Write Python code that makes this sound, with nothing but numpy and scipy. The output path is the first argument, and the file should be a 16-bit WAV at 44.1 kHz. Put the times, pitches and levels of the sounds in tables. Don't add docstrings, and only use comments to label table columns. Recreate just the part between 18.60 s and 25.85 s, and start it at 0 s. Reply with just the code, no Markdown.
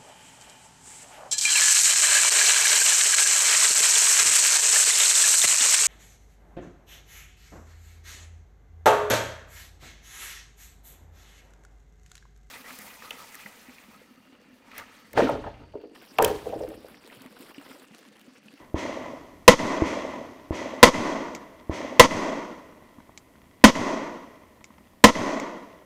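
import sys
import numpy as np
from scipy import signal
from scipy.fft import rfft, irfft, next_fast_len
from scipy.io import wavfile
from scipy.ndimage import map_coordinates

SR = 44100
rng = np.random.default_rng(int(sys.argv[2]) if len(sys.argv) > 2 else 0)


def bounce(signal):
    frames = np.transpose(np.atleast_2d(signal))
    limited = np.clip(frames, -1, 1)
    pcm = np.round(limited * 32767).astype(np.int16)
    wavfile.write(sys.argv[1], SR, pcm)


def voltage_ratio(level):
    return 10 ** (np.asarray(level, float) / 20)


N = 319725


def unit(x):
    return x / np.sqrt(np.mean(x ** 2) + 1e-20)


def response(points, lo_hz=0, hi_hz=1e6, peaks=(), size=4096):
    hz = np.fft.rfftfreq(size, 1 / SR) + 1
    point_hz, point_db = np.transpose(points)
    db = np.interp(np.log(hz), np.log(point_hz), point_db)
    db = db + sum(gain_db / (1 + (2 * (hz - centre) / width) ** 2) for centre, width, gain_db in peaks)
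    gain = voltage_ratio(db) / (1 + (lo_hz / hz) ** 6) / (1 + (hz / hi_hz) ** 6)
    cepstrum = irfft(np.log(gain + 1e-7))
    cepstrum[1:size // 2] *= 2
    cepstrum[size // 2 + 1:] = 0
    h = irfft(np.exp(rfft(cepstrum)))
    return h / np.linalg.norm(h)


def coloured(x, h):
    return signal.fftconvolve(x, h)[:len(x)]


def impulses(rows, start, length):
    s, db = np.transpose(rows)
    return np.bincount(np.round((s - start) * SR).astype(int), voltage_ratio(db), length)


def scatter(length, spiky_db, clump_db=0):
    clumps_per_s = 70
    knots = rng.standard_normal(length * clumps_per_s // SR + 4)
    clumps = map_coordinates(knots, [np.arange(length) * clumps_per_s / SR])
    sizes_db = spiky_db * rng.standard_normal(length) + clump_db * clumps
    return unit(rng.standard_normal(length) * voltage_ratio(sizes_db))


def add(track, sound, s):
    part = track[round(s * SR):][:len(sound)]
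    part += sound[:len(part)]


BANDS = [1500, 4000, 8000]


def echoes(levels, ground, fresh, colour, peaks):
    total = 0
    for level, lo, hi, share in zip(levels, [0] + BANDS, BANDS + [1e6], np.clip(fresh, 0, 1)):
        crowd = np.sqrt(1 - share) * ground + np.sqrt(share) * scatter(len(ground), spiky_db=4)
        total = total + coloured(level * crowd, response(colour, lo, hi, peaks))
    return total


def tail(rows, first_s, t):
    gains = []
    for db, climb, sag, last_s, fall in rows:
        before = np.clip(first_s - t, 0, None)
        among_trees = np.clip(t, first_s, last_s) - first_s
        after = np.clip(t - last_s, 0, None)
        gains.append(voltage_ratio(db - climb * before - sag * among_trees - fall * after))
    return gains


def slaps(rows, start, t, top_hz):
    face = t[:SR // 20]
    smear = unit(scatter(len(face), spiky_db=3) * voltage_ratio(-60 * face / .04)) * voltage_ratio(-29)
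    return coloured(coloured(impulses(rows, start, len(t)), smear), response(HOUSING, 190, top_hz, SHELL))


# (frequency [Hz], density [dB per Hz])
AIR = [(15, -53.5), (25, -18.5), (48, -6.5), (80, 0), (99, -9), (229, 0.5), (439, -10), (1020, -17.5),
       (1650, -27), (1840, -16.5), (3920, -35), (14000, -31.5), (16000, -37.5)]
# (frequency [Hz], density [dB per Hz])
HOUSING = [(30, -50), (150, -15.5), (215, -8), (450, 0), (800, -16), (1600, -15.5), (2600, -21),
           (4500, -31.5), (7500, -37.5), (14000, -56.5), (16000, -68.5)]
# (frequency [Hz], width [Hz], gain [dB])
SHELL = [(265.6, 120, 6), (436, 120, -8), (640, 120, 6.5), (1012.6, 280, 12.5), (1627, 99, -7.5),
         (1994, 260, 9.5), (3266, 180, 5), (6183, 1200, 6)]


def ambience():
    t = np.arange(N) / SR
    noise = rng.standard_normal((4, N))
    engine_colour = [(20, -7.0), (55, -14.5), (79, -3), (105, -10.5), (200, -13.5), (600, -120)]
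    engine = voltage_ratio(-59 - 1.5 * t) * coloured(noise[0], response(engine_colour, size=16384))
    since = np.clip([t - s for s, *_ in SHOTS + NEIGHBOUR], 0, None)
    valley_rise_s, valley_t60 = 0.44, 7.9
    valley = np.clip(since / valley_rise_s, 0, 1) * voltage_ratio(-54.5 - 60 * since / valley_t60)
    earlier = voltage_ratio(-48 - 60 * t / 0.62)
    linger = np.sqrt(np.sum(valley ** 2, axis=0) + earlier ** 2)
    linger = linger * coloured(noise[1], response(HOUSING, peaks=SHELL))
    woods = voltage_ratio(-58.5) * coloured(noise[2], response(AIR, 0, 6000))
    hiss = voltage_ratio(-67) * noise[3]
    return engine + linger + woods + hiss


# (time [s], peak level [dB], treble level [dB])
TICKS = [(4.125, -29, -12), (4.224, -30, -22), (4.385, -27.5, -18), (4.403, -32.5, -2), (4.493, -27, -19),
         (4.602, -42, -12), (4.756, -39, 1), (4.845, -48, -8.5), (5.835, -31, -3), (6.012, -30, -15),
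         (6.105, -34, -8), (6.183, -34, 1), (6.209, -38, -9), (6.335, -37, -12)]


def handling():
    out, t = np.zeros(N), np.arange(SR // 20) / SR
    body, edge = response(MUZZLE, 69, 1240, SHELL), response(HOUSING, 1070, 7000, SHELL)
    thud = voltage_ratio(3 - 60 * t / .04) * np.sin(2 * np.pi * 225 * t)
    for s, db, treble_db in TICKS:
        burst = rng.standard_normal(len(t)) * voltage_ratio(-60 * t / 0.026)
        knock = coloured(burst, body) + thud + voltage_ratio(treble_db) * coloured(burst, edge)
        add(out, voltage_ratio(db - 15.5) * knock, s - .001)
    rattle = np.tanh(scatter(N, spiky_db=16.5, clump_db=6) / 25) * 25 * voltage_ratio(-61.0)
    return out + coloured(rattle, response(MUZZLE, 100, 5500, SHELL))


# (time [s], thump peak level [dB], echo level [dB], ring level [dB])
NEIGHBOUR = [
    (0.1432, -10.5, 0, -12.5),
    (1.2208, -8.5, 1.5, -5),
    (1.9073, -11.5, -1, -12),
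    (3.0957, -11, -1.5, -13.5),
]
# (time [s], peak level [dB])
FAR_WALLS = [
    (0.203, -22),
    (0.251, -13.5),
    (0.293, -8.5),
    (0.371, -9.5),
    (0.409, -16.5),
    (0.534, -16),
]
# (frequency [Hz], level [dB], decay time T60 [s])
THUMP = [
    (0, 10.5, 0.0031),
    (74, -12, 0.097),
    (322, 3, 0.058),
    (614, -0.5, 0.019),
]
# (frequency [Hz], density [dB per Hz])
FAR_BLAST = [(30, -35), (70, -15), (150, -14.5), (250, -5), (450, -1.5), (800, -15), (1600, -19.5),
             (2600, -23), (4500, -33), (7500, -39), (14000, -58.5), (16000, -74.5)]
# (level at first return [dB], climb to it [dB/s],
# sag among the trees [dB/s], delay of the last trees [s], fall after [dB/s])
FAR_WOODS = [
    (-33.5, 4.5, 17, 0.34, 58),
    (-39.5, 240, 34, .3, 58),
    (-45.5, 460, 55, .17, 46),
    (-58, 580, 88, .16, 50),
]


def neighbour():
    out, t = np.zeros(N), np.arange(round(1.3 * SR)) / SR
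    trees = scatter(len(t), spiky_db=4.5, clump_db=0.5)
    walls = slaps(FAR_WALLS, .143, t, top_hz=900)
    far = [np.clip(t / 0.015, 0, 1) * band for band in tail(FAR_WOODS, .047, t)]
    rise_s = .0009
    modes = [voltage_ratio(db - 60 * t / t60) * np.cos(2 * np.pi * hz * (t - rise_s)) for hz, db, t60 in THUMP]
    push, boom, *rings = modes
    for s, db, echo_db, ring_db in NEIGHBOUR:
        thump = np.clip(t / rise_s, 0, 1) ** 2 * (push + boom + voltage_ratio(ring_db) * sum(rings))
        thump = coloured(thump, signal.windows.hann(33) / 16)
        answer = walls + echoes(far, trees, [.1, .3, .6, .8], FAR_BLAST, SHELL)
        add(out, voltage_ratio(db) * thump + voltage_ratio(echo_db) * answer, s)
    return out


# (time [s], peak level [dB], echo level [dB])
SHOTS = [
    (0.879, -1.5, 1.5),
    (2.229, 0, 1.5),
    (3.396, -0.5, 1),
    (5.04, -1, 1.5),
    (6.44, -2, 1.5),
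]
# (time [s], peak level [dB])
WALLS = [
    (5.154, -8.5),
    (5.214, -27),
    (5.285, -50),
    (5.31, -29),
    (5.362, -22),
    (5.479, -24),
]
# (start level [dB], T60 [s], level of the slower
# part [dB], its T60 [s], share of it ending at the bay's edge [0-1])
NEAR = [
    (21.1, 0.027, -9, .3, 0.62),
    (16.5, 0.026, -13, 0.21, 0.44),
    (10.6, 0.023, -16, 0.2, .3),
    (4.6, 0.016, -17.5, 0.13, 0.085),
]
# (frequency [Hz], density [dB per Hz])
MUZZLE = [(30, -14.5), (120, -10), (220, -6), (400, -9.5), (750, -14), (1500, -12), (3000, -13.5),
          (7000, -24), (15000, -50.5)]
# (frequency [Hz], width [Hz], gain [dB])
BOUNCE = [(220, 23, 3.5), (492, 140, 13.5), (975, 230, -0.5), (1340, 130, 4.5), (1840, 190, 1),
          (364, 130, 1)]
# (delay [s], frequency [Hz], level [dB], T60 [s])
BOOM = [
    (0, 46, 3.5, 0.041),
    (.01, 9, -28, 1),
    (0.148, 105, -28, 0.15),
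    (.122, 165, -32, .2),
]
# (level at first return [dB], climb to it [dB/s],
# sag among the trees [dB/s], delay of the last trees [s], fall after [dB/s])
WOODS = [
    (-31.5, 2500, -17, 0.29, 59),
    (-39.5, 1500, 6, 0.29, 58.5),
    (-44.5, 148.5, 17.5, 0.29, 66),
    (-56.5, 199, 41, 0.26, 101),
]


def pistol():
    out, t = np.zeros(N), np.arange(round(1.6 * SR)) / SR
    close = t[:SR // 4]
    gravel = scatter(len(close), spiky_db=2.5, clump_db=5)
    trees = scatter(len(t), spiky_db=4, clump_db=1.5)
    outside = 1 / (1 + np.exp(np.clip((.066 - close) / .002, -50, 50)))
    near = []
    for fast_db, fast_t60, slow_db, slow_t60, edge in NEAR:
        slow = (1 - np.clip(edge, 0, 1) * outside) * voltage_ratio(slow_db - 60 * close / slow_t60)
        near.append(voltage_ratio(fast_db - 60 * close / fast_t60) + slow)
    far = [np.clip(t / .06, 0, 1) * band for band in tail(WOODS, .114, t)]
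    boom = 0
    for delay, hz, db, t60 in BOOM:
        since = np.clip(t - delay, 0, None)
        rise = 1 - np.exp(-since / (0.00052 + 0.041 * delay))
        boom = boom + voltage_ratio(db - 60 * since / t60) * np.sin(2 * np.pi * hz * since) * rise
    walls = slaps(WALLS, 5.041, t, top_hz=2980)
    lead = close[:130]
    swell = 0.3 * np.exp((lead - .003) / 0.00045) * (1 + .3 * np.sin(2 * np.pi * 4000 * lead))
    onset = np.clip(close / 0.0009, 0, 1) ** 3
    blast = 12 * (1 - close / 0.0022) * np.exp(-close / 0.0011)
    for s, db, echo_db in SHOTS:
        add(out, swell, s - .0029)
        early = echoes(near, gravel, [.4, .45, .6, .8], MUZZLE, SHELL + BOUNCE)
        add(out, voltage_ratio(db) * onset * (blast + early), s - .0002)
        late = echoes(far, trees, [.12, .3, .6, .8], HOUSING, SHELL)
        add(out, boom + voltage_ratio(echo_db) * (walls + late), s)
    return out


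# (time [s], peak level [dB], low ring level [dB])
CASES = [
    (2.3591, -29, -7),
    (2.7508, -24, -8.5),
    (4.5767, -31, -9.5),
    (6.0432, -31, -9),
    (6.8, -23.5, -6.5),
]
# (frequency [Hz], level [dB], T60 [s])
BRASS = [(5940, -5.5, 0.015), (6880, -7, 0.01), (8400, -8, .008), (3870, -9, 0.008), (10200, -14, .008),
         (13200, -12, .006)]


def cases():
    out, t = np.zeros(N), np.arange(SR // 10) / SR
    contact = np.clip(t / 0.00098, 0, 1) * np.where(t < .0045, 2.5, .6)
    grit = response([(1500, -5.5), (2500, -6), (4000, -2.5), (7500, 1.5), (9500, -25.5)])
    skid_decay = 0.9 * voltage_ratio(-60 * t / 0.07) + 1.3 * voltage_ratio(-60 * t / 0.01)
    for s, db, low_db in CASES:
        ring = sum(voltage_ratio(mode_db + rng.normal(0, 4) - 60 * t / t60) * np.sin(2 * np.pi * hz * t)
                   for hz, mode_db, t60 in BRASS)
        low = voltage_ratio(low_db + 16.5 - 60 * t / 0.0116) * np.sin(2 * np.pi * 2200 * t)
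        skid = coloured(scatter(len(t), spiky_db=8.5), grit) * skid_decay
        add(out, voltage_ratio(db - 16.5) * ((ring + low) * contact + skid), s - .001)
    return out


def scene():
    return (ambience() + handling() + neighbour() + pistol() + cases())[None]


def low_pass(x):
    return signal.sosfilt(signal.butter(12, 16150, fs=SR, output="sos"), x)


def record(dry):
    hot = dry / (1 + np.abs(dry / .96) ** 12) ** (1 / 12)
    hot = signal.sosfilt(signal.butter(1, 12, "high", fs=SR, output="sos"), hot)
    size = next_fast_len(N + 4096)
    hz = np.fft.rfftfreq(size, 1 / SR)
    top_hz = 15400
    lowpass = 1 / (1 + np.exp(np.clip((hz - top_hz) / 250, -50, 50)))
    hot = irfft(rfft(hot, size) * lowpass, size)[:, :N]
    return low_pass(np.clip(hot, -1, 1))


dry = scene()
out = record(dry)
bounce(out)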